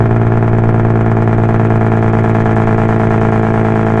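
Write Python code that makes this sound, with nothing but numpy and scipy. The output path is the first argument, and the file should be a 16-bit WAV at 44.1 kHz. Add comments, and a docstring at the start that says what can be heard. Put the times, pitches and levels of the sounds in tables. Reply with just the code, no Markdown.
"""Fast, stuttering barks: a six-cylinder diesel truck on its engine brake, heard from inside the cab.
Each cylinder dumps its squeezed air with a hiss and a sharp exhaust bark. The cylinders are unequal,
so the barks stutter once per engine cycle, then even out as the engine slows on the way downhill.
Under them are a low exhaust drone and the rumble of the road."""
import sys
import numpy as np
from scipy import signal
from scipy.fft import rfft, irfft, next_fast_len
from scipy.io import wavfile
from scipy.ndimage import uniform_filter1d, minimum_filter1d, map_coordinates

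SR = 44100
rng = np.random.default_rng(int(sys.argv[2]) if len(sys.argv) > 2 else 0)


def output_pcm(signal):
    """Save a mono or channel-first signal as 16-bit PCM at the path in sys.argv[1].

    Samples are clipped to [-1, 1] before scaling.
    """
    pcm = np.clip(np.atleast_2d(signal).T, -1, 1) * 32767
    wavfile.write(sys.argv[1], SR, np.round(pcm).astype(np.int16))


N = 176400  # 4 seconds
CYLINDER_COUNT = 6
START_RATE_HZ, FIRST_BARK_S = 57.1575, .0053  # barks per second at the start; time of the first


def barks(times, db, split_hz=550, low_cut_hz=30):
    """Each burst of air makes the exhaust pipe and the cab ring. Stronger bursts sound brighter."""
    # tone of the exhaust as it reaches the cab: f/Hz, level/dB
    exhaust_tone = [(25, -23), (55, -11.5), (85, -21.5), (140, 6), (260, -4.5), (400, -4), (700, -11),
                    (1000, -14), (1650, -16), (2050, -29.5), (2450, -27), (2650, -41.5), (3300, -44),
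                    (4200, -71.5), (9000, -74.5)]
    lows = lambda hz: 1 / (1 + (hz / split_hz) ** 4)
    cylinders = []
    for c in range(CYLINDER_COUNT):
        own = slice(c, None, CYLINDER_COUNT)  # every sixth bark
        thump = filtered(pulses(times[own], amp(0.18 * db[own])), lows)  # varies less than the crack
        crack = filtered(pulses(times[own], amp(db[own])), lambda hz: 1 - lows(hz))
        cylinders.append(thump + crack)
    low_cut = lambda hz: 1j * hz / (1j * hz + low_cut_hz)
    pipe = lambda hz: causal(along(exhaust_tone, hz) + ringing(hz)) * low_cut(hz)
    return amp(-12.5) * unit(filtered(cab_echoes(cylinders), pipe))


def releases(jitter_s=.00002, scatter_db=.45):
    """When each burst of air leaves its cylinder, and how strong it is in dB. Both vary a little."""
    # strength over time: t/s, then level/dB for each of the six cylinders in turn
    strengths = [(0, -2, -7.5, -10, -2.5, -15, -12), (1.098, -2.5, -7.5, -8, -1, -12, -11.5),
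                 (1.502, 1, -5.5, -8, 0.5, -4, -14), (1.798, 1, -5, -5.5, -1.5, -6.5, -11.5),
                 (2.502, 5.5, -2.5, -2.5, 1, -3.5, -9.5), (3.05, 3, 1, 2.5, -5, -0.5, -9),
                 (3.898, 2, -2, -1, -3.5, -2, -5)]
    # each cylinder's own delay on the way to the exhaust pipe: t/s
    delays = [0, .00008, -.00005, .0003, .00008, -.00005]
    count = bark_count()
    bark = np.arange(int(count[-1]) + 1)
    cylinder = bark % CYLINDER_COUNT
    time_error, level_error = rng.standard_normal((len(bark), 2)).T
    times = FIRST_BARK_S + np.interp(bark, count, np.arange(N) / SR)
    times += np.take(delays, cylinder) + jitter_s * time_error
    table_times, *columns = np.transpose(strengths)
    levels = np.array([np.interp(times, table_times, column) for column in columns])
    return times, levels[cylinder, bark] + scatter_db * level_error


def bark_count(slowing_hz_per_s=.87452, easing_hz_per_s2=.0946):
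    """A running count of the barks, as the engine slows more and more gently."""
    t = np.arange(N) / SR
    return np.cumsum(START_RATE_HZ - slowing_hz_per_s * t + easing_hz_per_s2 * t ** 2) / SR


def ringing(hz):
    """Pipe and cab boost some pitches and swallow others; gives the change in dB."""
    # peaks and dips: f/Hz, width/Hz, level/dB
    resonances = [(139.5, 5.6, 13.5), (168, 14, -5.5), (204.3, 11, 6), (378.6, 22, 5.5), (434, 12.5, 5),
                  (461.3, 5.6, -7.5), (561, 30, -11), (646, 16, 5.5), (722.7, 35, 7.5), (834, 33.5, 5),
                  (946, 6, -5.5), (1208, 23, -6), (1300, 91, 0.5), (1493, 44, -9.5)]
    return sum(db * np.exp(-.5 * ((hz - f) / width) ** 2) for f, width, db in resonances)


def cab_echoes(cylinders, tail_above_hz=340):
    """The barks plus their echoes along the exhaust pipe. Each cylinder gets its own tail of echoes in the cab."""
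    # first echoes in the pipe: delay/s, gain
    pipe_echoes = [(.00257, -0.094), (.00465, 0.075), (.0058, 0.13), (.00924, 0.24), (0.0143, 0.097)]
    bounces = lambda hz: 1 + sum(gain * np.exp(-2j * np.pi * hz * delay) for delay, gain in pipe_echoes)
    early = filtered(sum(cylinders), bounces)
    tails = sum(map(echo_tail, cylinders))
    late = filtered(tails, lambda hz: hz ** 2 / (hz ** 2 + tail_above_hz ** 2))
    return early + amp(-7.5) * late


def echo_tail(x, fade_s=0.098):
    """Many tiny echoes blur into a tail that drops 60 dB in fade_s."""
    t = np.arange(SR // 8) / SR
    tail = rng.standard_normal(len(t)) * np.exp(-np.log(1000) * t / fade_s)
    return signal.fftconvolve(x, tail / np.linalg.norm(tail))[:N]


def valve_hiss(times, db, lead_s=.008, growth_db_per_s=0.77):
    """An opening valve hisses from just before each bark, louder as the brake bites."""
    # tone of the hiss: f/Hz, level/dB
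    hiss_tone = [(1000, -4), (3200, 5), (4200, -1), (5200, -3), (6300, -0.5), (7500, -3.5), (9000, -8),
                 (10200, -16), (11200, -29)]
    # how well each cylinder's hiss carries into the cab: level/dB
    reach = [0.5, -1, -1, 2, -2.5, -7.5]
    sizes = amp(db + growth_db_per_s * times + np.resize(reach, len(times)))
    loudness = puffs(times - lead_s, sizes, attack_s=0.0018, hold_s=.013, decay_s=0.009)
    return amp(-48.5) * noise(hiss_tone) * loudness


def pipe_rasp(times, db):
    """Swirling air rasps in the pipe after each bark."""
    # tone of the swirling air: f/Hz, level/dB
    rasp_tone = [(100, -15.5), (400, -2.5), (700, -3.5), (1000, -9.5), (1700, -3.5), (2450, -10),
                 (2700, -19.5), (3300, -23), (4200, -40.5), (9000, -76.5)]
    rasp = noise(rasp_tone) * puffs(times, amp(db), attack_s=0.00035, hold_s=0, decay_s=0.016)
    return amp(-29.5) * unit(filtered(rasp, lambda hz: causal(ringing(hz))))


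def exhaust_drone(lag_s=0.0062, waver_hz=12, waver_db=.25):
    """The exhaust booms in the cab at twice the bark rate, wavering slightly in loudness."""
    # loudness of the drone: t/s, level/dB
    drone_levels = [(0, -12.5), (.6, -13.5), (1.3, -13.5), (2.2, -14), (3.2, -16), (4, -17.5)]
    t = np.arange(N) / SR
    count = bark_count() - START_RATE_HZ * (FIRST_BARK_S + lag_s)
    tone = np.sqrt(2) * np.cos(2 * np.pi * 2 * count)
    waver = map_coordinates(rng.standard_normal(N // 100), [t * waver_hz], mode="mirror")
    return amp(np.interp(t, *np.transpose(drone_levels)) + waver_db * waver) * tone


def road_rumble(fall_db_per_s=1.4):
    """Tyres and wind rumble, growing quieter as the truck slows."""
    # tone of road and wind in the cab: f/Hz, level/dB
    road_tone = [(8, -2), (15, 3.5), (25, -1.5), (33, -10), (50, 0.5), (68, -12), (82, -5), (100, -6),
                 (140, -7), (200, -16), (255, -13.5), (340, -14), (490, -15.5), (570, -26), (750, -21),
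                 (1500, -24.5), (2500, -42.5), (4000, -57), (8000, -65.5), (11000, -81.5)]
    return amp(-19.5 - fall_db_per_s * np.arange(N) / SR) * noise(road_tone)


def amp(db):
    """Turns decibels into a number to multiply by."""
    return 10 ** (np.asarray(db) / 20)


def unit(x):
    """Scales a sound to an average size (rms) of 1."""
    return x / np.sqrt(np.mean(x ** 2) + 1e-20)


def along(points, hz):
    """Reads between the rows of an f/Hz, level/dB table, on a pitch-like (log) scale."""
    f, db = np.transpose(points)
    return np.interp(np.log(hz + 1), np.log(f + 1), db)


def filtered(x, response):
    """Multiplies each frequency in a sound by response(hz)."""
    size = 2 * next_fast_len(N // 2 + SR // 2)
    return irfft(rfft(x, size) * response(np.fft.rfftfreq(size, 1 / SR)), size)[:N]


def causal(db):
    """A filter with this dB shape that rings only after it is struck."""
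    log_response = irfft(db * np.log(10) / 20)
    n = np.arange(len(log_response))
    forward_only = np.where(n == 0, 1, 2 * (n < len(n) // 2))
    return np.exp(rfft(log_response * forward_only))


def noise(tone):
    """Steady noise of average size 1, shaped by a tone table."""
    return unit(filtered(rng.standard_normal(N), lambda hz: amp(along(tone, hz))))


def pulses(times, sizes, half_width=8):
    """Sharp clicks at exact times, even between two samples."""
    at = times[:, None] * SR
    taps = np.floor(at).astype(int) + np.arange(1 - half_width, half_width + 1)
    shape = np.sinc(taps - at) * np.sinc((taps - at) / half_width)
    return np.bincount(np.clip(taps, 0, N).ravel(), (sizes[:, None] * shape).ravel(), N + 1)[:N]


def puffs(times, sizes, attack_s, hold_s, decay_s):
    """A loudness curve of average size 1 that swells, holds and dies away at each time."""
    t = np.arange(SR // 8) / SR
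    shape = (1 - np.exp(-t / attack_s)) * np.exp(-np.maximum(t - hold_s, 0) / decay_s)
    return unit(signal.fftconvolve(pulses(np.maximum(times, 0), sizes), shape)[:N])


def scene():
    """The engine brake over the drone and the road, in one channel."""
    times, db = releases()
    brake = barks(times, db) + valve_hiss(times, db) + pipe_rasp(times, db)
    return (brake + exhaust_drone() + road_rumble())[None]


def record(dry):
    """A fast limiter turns the loudest barks down, then the highest treble is cut off."""
    ceiling, smooth_s, top_hz = .97, .003, 11200
    size = int(smooth_s * SR)
    gain = minimum_filter1d(ceiling / np.maximum(np.abs(dry[0]), ceiling), 2 * size)
    gain = uniform_filter1d(uniform_filter1d(gain, size), size)
    return filtered(dry[0] * gain, lambda hz: hz < top_hz)[None]


dry = scene()
out = record(dry)
output_pcm(out)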